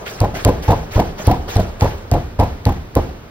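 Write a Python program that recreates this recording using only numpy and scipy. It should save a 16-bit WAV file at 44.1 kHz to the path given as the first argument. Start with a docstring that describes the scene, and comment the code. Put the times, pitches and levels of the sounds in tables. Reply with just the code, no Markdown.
"""First comes a faint steady hiss and the fading tail of a swish, with more swishes in the first half. Then a
fist pounds dough on a large sheet-covered table, close to a phone in a bare concrete room. Each blow is a short
low wave for the flexing table top, with decaying sines as its frame rumbles. Bursts of noise make smacks on the
dough, tiny impacts make the loose sheet chatter, single rings make knocks. Random taps that die away make the
room; two microphone ports pick everything up."""
import sys
import numpy as np
from scipy import signal
from scipy.fft import rfft, irfft, next_fast_len
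from scipy.io import wavfile
from scipy.ndimage import uniform_filter1d

SR = 44100
rng = np.random.default_rng(int(sys.argv[2]) if len(sys.argv) > 2 else 0)


def put_to_file(sound):
    """Save the sound as 16-bit audio at rate SR, in the file named by the first command-line argument."""
    columns = np.atleast_2d(sound).T  # one column per channel
    safe = np.clip(columns, -1, 1)
    whole_steps = np.round(safe * 32767)
    wavfile.write(sys.argv[1], SR, whole_steps.astype(np.int16))


N = 145530  # samples, 3.3 s


def amp(db):
    """Turns dB into a plain multiplier."""
    return 10 ** (np.asarray(db) / 20)


def even(x):
    """Scales a sound to an average (RMS) level of 1."""
    return x / np.sqrt(np.mean(x ** 2) + 1e-20)


def read(points, hz):
    """Reads a curve between its points, along a logarithmic pitch scale."""
    f, v = np.transpose(points)
    return np.interp(np.log(hz + 1), np.log(f + 1), v)


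def colour(x, points):
    """Makes each pitch louder or softer by a curve of (f/Hz, level/dB)."""
    n = next_fast_len(x.shape[-1] + 2048)
    gain = amp(read(points, np.fft.rfftfreq(n, 1 / SR)))
    return irfft(rfft(x, n) * gain, n)[..., :x.shape[-1]]


def add(mix, s, sound):
    """Adds a sound into the mix from time s, in seconds."""
    part = mix[..., round(s * SR):][..., :sound.shape[-1]]
    part += sound[..., :part.shape[-1]]


def ring(modes, length, turn):
    """Adds up fading sines, as a struck body rings; each starts at its own phase in turns."""
    t = np.arange(0, length, 1 / SR)
    out = 0
    for (hz, db, t60), start in zip(modes, turn):
        out = out + amp(db - 60 * t / t60) * np.sin(2 * np.pi * (hz * t + start))
    return out


HUSH_HZ = 15800  # hiss drops away sharply above this


def hiss(points):
    """Makes two unrelated noises of one colour, together at an RMS level of 1."""
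    top_end = [(HUSH_HZ, points[-1][1] - 3), (HUSH_HZ + 200, -90)]
    return even(colour(rng.standard_normal((2, N)), points + top_end))


# colour of the steady background hiss: f/Hz, level/dB
AIR_COLOUR = [(25, -5), (80, 2.5), (250, -7), (600, -12), (1500, -17.5), (7000, -34.5), (12000, -37.5)]
AIR_DB = -36.5


def air():
    """A steady hiss, unrelated in its two channels, lies under everything."""
    return amp(AIR_DB) * hiss(AIR_COLOUR)


# swishes: start t/s, level/dB, low body level/dB, hold length/s
SWISH_TIMES = [(-.2, -29, -26.5, 0.041), (0.049, -33, -44, 0.032), (0.335, -31, -33, 0.027),
               (0.615, -32.5, -37.5, 0.023), (0.906, -33.5, -37.5, 0.046), (1.171, -34.5, -35, 0.098),
               (1.473, -29.5, -30.5, 0.019), (1.789, -32.5, -37.5, 0.01)]
# colour of the swish hiss: f/Hz, level/dB
SWISH_COLOUR = [(700, -13), (1500, 1.5), (3000, -4), (6000, -8.5), (12000, -13.5)]
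SWISH_RISE_S, SWISH_T60 = 0.021, 0.77  # swell; seconds for the basic shape to fall 60 dB
TREBLE_FADE = 0.28  # the treble falls this much faster, as a fraction
SWISH_PATCH_DB = 3  # typical size of the patches


def swishes():
    """Patchy hiss swells, holds and fades; treble dies first, a low body fades at half the dB rate."""
    level, top, low = np.zeros((3, N))
    for s, db, body_db, length in SWISH_TIMES:
        t = np.maximum(np.arange(N) / SR - s, 0)
        swell = np.sin(np.pi / 2 * np.minimum(t / SWISH_RISE_S, 1)) ** 2
        shape = swell * amp(-60 * np.maximum(t - length, 0) / SWISH_T60)
        level += amp(db) * shape
        top += amp(db) * shape ** (1 + TREBLE_FADE)
        low += amp(body_db) * np.sqrt(shape)
    # smoothed random levels make patches in pitch and time
    z = signal.stft(hiss(SWISH_COLOUR))[2]
    patches = uniform_filter1d(rng.standard_normal(z.shape[1:]), size=12, axis=0)
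    patches = even(uniform_filter1d(patches, size=8, axis=1))
    z = z * amp(SWISH_PATCH_DB * patches)
    under = np.arange(z.shape[1])[:, None] < 50  # below about 8.6 kHz
    dull, bright = (signal.istft(z * half)[1][:, :N] for half in (under, ~under))
    flutter = amp(2.7 * even(uniform_filter1d(rng.standard_normal(N), 500)))
    body = hiss([(150, -35), (400, -5.5), (750, -11), (1200, -15.5), (3000, -52)])
    return level * dull + top * bright + flutter * low * body


# blows, played by thumps and chatter:
# deepest flex t/s, thump level/dB, chatter level/dB, chatter length/s
BLOW_TIMES = [(0.216, -4, -15, 0.049), (0.4604, -2, -11.5, 0.045), (0.689, -2.5, -11.5, 0.055),
              (0.9653, -1.5, -12.5, 0.061), (1.2797, -1, -14.5, 0.068), (1.5678, -1.5, -15, 0.045),
              (1.8254, -5, -12.5, 0.043), (2.1255, -3, -13.5, 0.053), (2.399, -4, -12.5, 0.046),
              (2.669, -4, -15, 0.042), (2.968, -5, -14, 0.03)]
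# ringing tones of the table frame: f/Hz, level/dB, time to fall 60 dB/s
FRAME_TONES = [(32.34, 3, 0.54), (60.6, -10, 0.44), (82.2, -0.5, 0.35), (123.8, -7.5, 0.41),
               (174.8, -4, 0.23)]
FLEX_HZ = 84.7
FLEX_WIDTH, FLEX_SKEW = 0.62, .12  # envelope width in cycles; lean towards the rebound in cycles
FLEX_SQUARE_PER_S = 0.11  # third harmonic steepens the flex more as the fist moves along the table
RUMBLE_DB = -15  # next to the thump


def thumps():
    """The table top bulges up, down and up again, then its frame rumbles on."""
    out, t = np.zeros(N), np.arange(-.03, .03, 1 / SR)
    turns = .5 + 0.23 * rng.standard_normal((len(BLOW_TIMES), len(FRAME_TONES)))
    envelope = np.exp(-((t * FLEX_HZ - FLEX_SKEW) / FLEX_WIDTH) ** 2)
    for (s, db, _, _), turn in zip(BLOW_TIMES, turns):
        third = FLEX_SQUARE_PER_S * s * np.cos(6 * np.pi * FLEX_HZ * t)
        flex = -(np.cos(2 * np.pi * FLEX_HZ * t) - third) * envelope
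        add(out, s - .03, amp(db) * flex)
        rumble = ring(FRAME_TONES, .9, turn)
        rise = np.minimum(np.arange(len(rumble)) / (0.0029 * SR), 1)
        add(out, s, amp(db + RUMBLE_DB) * rumble * rise)
    return out


# smacks of skin on dough: t/s, level/dB, treble at 12 kHz/dB
SMACK_TIMES = [(0.2037, -14.5, 6.5), (0.4491, -1.5, 2), (0.719, -22, -29), (0.9943, -14.5, -29),
               (1.27, -13.5, 9), (1.3111, -21.5, -9.5), (1.556, -22, 7), (1.5682, -7.5, -9),
               (1.8095, -10, -21), (2.1144, -11, -1), (2.399, -12, -4.5), (2.6538, -13, -1.5),
               (2.953, -18.5, 9.5)]
SMACK_S = 0.00034  # time to the peak


def smacks():
    """Knuckles on dough crack: noise that peaks at once and dies, each with its own treble."""
    out, u = np.zeros((2, N)), np.arange(800) / SR / SMACK_S
    burst = u * np.exp(1 - u)
    noises = rng.standard_normal((len(SMACK_TIMES), 2, 800))
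    for (s, db, bright_db), noise in zip(SMACK_TIMES, noises):
        tint = [(600, -3.5), (2000, 2.5), (5500, 4.0), (12000, bright_db), (16500, bright_db - 21)]
        # mostly shared by both ports, a little diffuse
        add(out, s, amp(db) * colour(noise * [[1], [.3]] * burst, tint))
    return out


# ringing tones of the loose sheet: f/Hz, level/dB, time to fall 60 dB/s
SHEET_TONES = [(216, -7, 0.016), (337, -3, 0.016), (524, 3.5, 0.015), (705, -5, 0.034), (837.6, 1.5, 0.024),
               (995, -5, 0.034), (1166, -27.5, 0.029)]
CHATTER_PER_S, CHATTER_SPREAD_DB = 700, 2  # impacts a second; dB for each unit of a random draw
CHATTER_T60, CHATTER_SAG_DB = 0.1, 0.5  # seconds to fall 60 dB once it ends; slow drop before that
# the chatter dips while the fist rests in the dough: delay after deepest flex, width, depth
LULL_S, LULL_WIDTH_S, LULL_DB = 0.012, 0.0061, -2.5
CHATTER_FIZZ_DB, FIZZ_T60 = -16, 0.77  # next to the chatter; seconds to fall 60 dB


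def chatter():
    """Many small impacts after each blow ring the loose sheet; a fizz of noise dies away in the room."""
    level, fizz, t = np.zeros(N), np.zeros(N), np.arange(0, .4, 1 / SR)
    rise = np.minimum(t / 0.006, 1)
    lull = LULL_DB * np.exp(-((t - .01 - LULL_S) / LULL_WIDTH_S) ** 2)
    for s, _, db, length in BLOW_TIMES:
        fall = 60 * np.maximum(t - length, 0) / CHATTER_T60
        sag = CHATTER_SAG_DB * np.minimum(t / length, 1)
        add(level, s - .01, rise * amp(db - fall - sag + lull))
        add(fizz, s - .012, rise * amp(db + CHATTER_FIZZ_DB - 60 * t / FIZZ_T60))
    size = amp(CHATTER_SPREAD_DB * np.minimum(rng.exponential(1, N), 4))
    impacts = size * (rng.random(N) < CHATTER_PER_S / SR)
    # each impact rings one tone of the sheet, picked at random
    spot, soft = rng.integers(0, len(SHEET_TONES), N), np.hanning(30)
    body = np.zeros(N)
    for k, tone in enumerate(SHEET_TONES):
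        strike = np.convolve(ring([tone], .08, [0]), soft)
        body += signal.oaconvolve(impacts * (spot == k), strike)[:N]
    return level * even(body), fizz * hiss([(1200, -1), (4000, -12), (12000, -23)])


# knocks of the loose sheet bouncing on the table: t/s, level/dB, f/Hz
KNOCK_TIMES = [(0.214, -9, 553), (0.244, -9, 842), (.342, -18.5, 721), (0.369, -18.5, 680),
               (0.477, -6.5, 632), (0.49, -6, 507), (0.687, -16.5, 826), (0.706, -3.5, 740),
               (0.719, -7.5, 673), (0.998, -2, 724), (1.199, -17, 610), (1.297, -14, 716),
               (1.313, -3.5, 751), (1.344, -14, 759), (1.572, -16, 458), (1.598, -7, 634), (1.822, -6, 833),
               (1.844, -8.5, 533), (2.138, -7.5, 670), (2.408, -11, 710), (2.435, -11.5, 729),
               (2.667, -7.5, 839), (2.691, -9.5, 815), (2.722, -15.5, 785), (2.968, -9, 760),
               (3.091, -24.5, 735)]
# colour of the slap of noise: f/Hz, level/dB
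SLAP_COLOUR = [(900, -8), (1800, 0), (5000, -12.5), (12000, -12.5)]
KNOCK_T60 = 0.051  # seconds to fall 60 dB
PUSH_S, PUSH_DB, PUSH_DB_PER_S = 0.001854, -4, 1.5  # time scale; level next to the knock, and its growth
SLAP_DB, SLAP_S = -20, 0.0027  # next to the knock; time to the peak


def knocks():
    """Larger single impacts ring the loose sheet briefly, over a low downward push and under a slap of noise."""
    out, slap, t = np.zeros(N), np.zeros(N), np.arange(0, .05, 1 / SR)
    u = t / PUSH_S - 2
    push = (2 * u * u - 1) * np.exp(-u * u)
    rise = 1 - np.exp(-t / 0.00089)
    for s, db, hz in KNOCK_TIMES:
        tone = np.sin(2 * np.pi * hz * t) * rise * amp(db - 60 * t / KNOCK_T60)
        add(out, s - .001, tone + amp(db + PUSH_DB + PUSH_DB_PER_S * s) * push)
        add(slap, s - .001, amp(db + SLAP_DB) * t / SLAP_S * np.exp(1 - t / SLAP_S))
    return out, slap * hiss(SLAP_COLOUR)


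# how long the room rings: f/Hz, time to fall 60 dB/s
ROOM_FADE = [(60, 0.59), (4000, 0.51)]
# how strongly the room answers: f/Hz, level/dB
ROOM_COLOUR = [(120, -6), (400, -7.5), (3000, -24.5)]


def room(x):
    """Bare walls echo as sparse taps of random sign, each band dying at its own speed."""
    taps = np.zeros((2, SR // 2))
    at = np.arange(200, SR // 2 - 20, 20)
    at = at + rng.integers(0, 20, (2, len(at)))
    np.put_along_axis(taps, at, rng.choice([-1., 1.], at.shape), 1)
    hz, t, z = signal.stft(taps, SR, nperseg=512)
    fade = amp(-60 * t / read(ROOM_FADE, hz)[:, None])
    fade = fade / np.linalg.norm(fade, axis=1)[:, None]  # same energy in each band
    tail = signal.istft(z * fade, SR, nperseg=512)[1]
    tail = tail / np.linalg.norm(tail[0])
    return colour(signal.fftconvolve(x[None], tail, axes=1)[:, :N], ROOM_COLOUR)


def scene():
    """Channel 0 is what both ports share; channel 1 is diffuse sound that they do not."""
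    background = air() + swishes()
    thump, smack = thumps(), smacks()
    (body, fizz), (knock, slap) = chatter(), knocks()
    near = thump + body + knock
    return near * [[1], [0]] + room(near) + smack + slap + fizz + background


# how alike the two microphone ports are: f/Hz, likeness from 0 to 1
PORT_LIKENESS = [(90, 1), (250, 0.79), (600, 0.5), (1100, 0.09), (2000, 0.65), (3200, 0.035), (4300, 0.083),
                 (7200, 1), (10900, 0.99), (13000, 0.39), (14900, 0.8)]
# how far the left port leads the right: f/Hz, phase/radians
PORT_LEAD = [(150, 0), (1000, -.4), (2400, -2.0), (4000, -4.6), (7100, -np.pi), (11300, -np.pi),
             (14500, -.1)]
LEFT_DB, CEILING, EDGE_HZ = -.5, 1.0, 16400  # left port level; soft peak limit; upper band edge


def record(dry):
    """Two ports agree and shift in phase by pitch; a soft ceiling holds peaks, then treble is cut."""
    n = next_fast_len(N + 4096)
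    hz = np.fft.rfftfreq(n, 1 / SR)
    shared, diffuse = rfft(dry, n) * np.minimum(hz / 20, 1) ** 2  # weaker below 20 Hz
    mix = np.arccos(np.clip(read(PORT_LIKENESS, hz), 0, 1)) / 2
    turn = np.exp(.5j * read(PORT_LEAD, hz))
    left = (np.cos(mix) * shared + np.sin(mix) * diffuse) * turn
    right = (np.cos(mix) * shared - np.sin(mix) * diffuse) / turn
    ports = irfft(np.array([left, right]), n)[:, :N]
    ports[0] *= amp(LEFT_DB)
    held = ports / (1 + abs(ports / CEILING) ** 8) ** (1 / 8)
    low_pass = signal.firwin(511, EDGE_HZ, window=("kaiser", 9), fs=SR)
    return signal.oaconvolve(held, low_pass[None], "same")


dry = scene()
out = record(dry)
put_to_file(out)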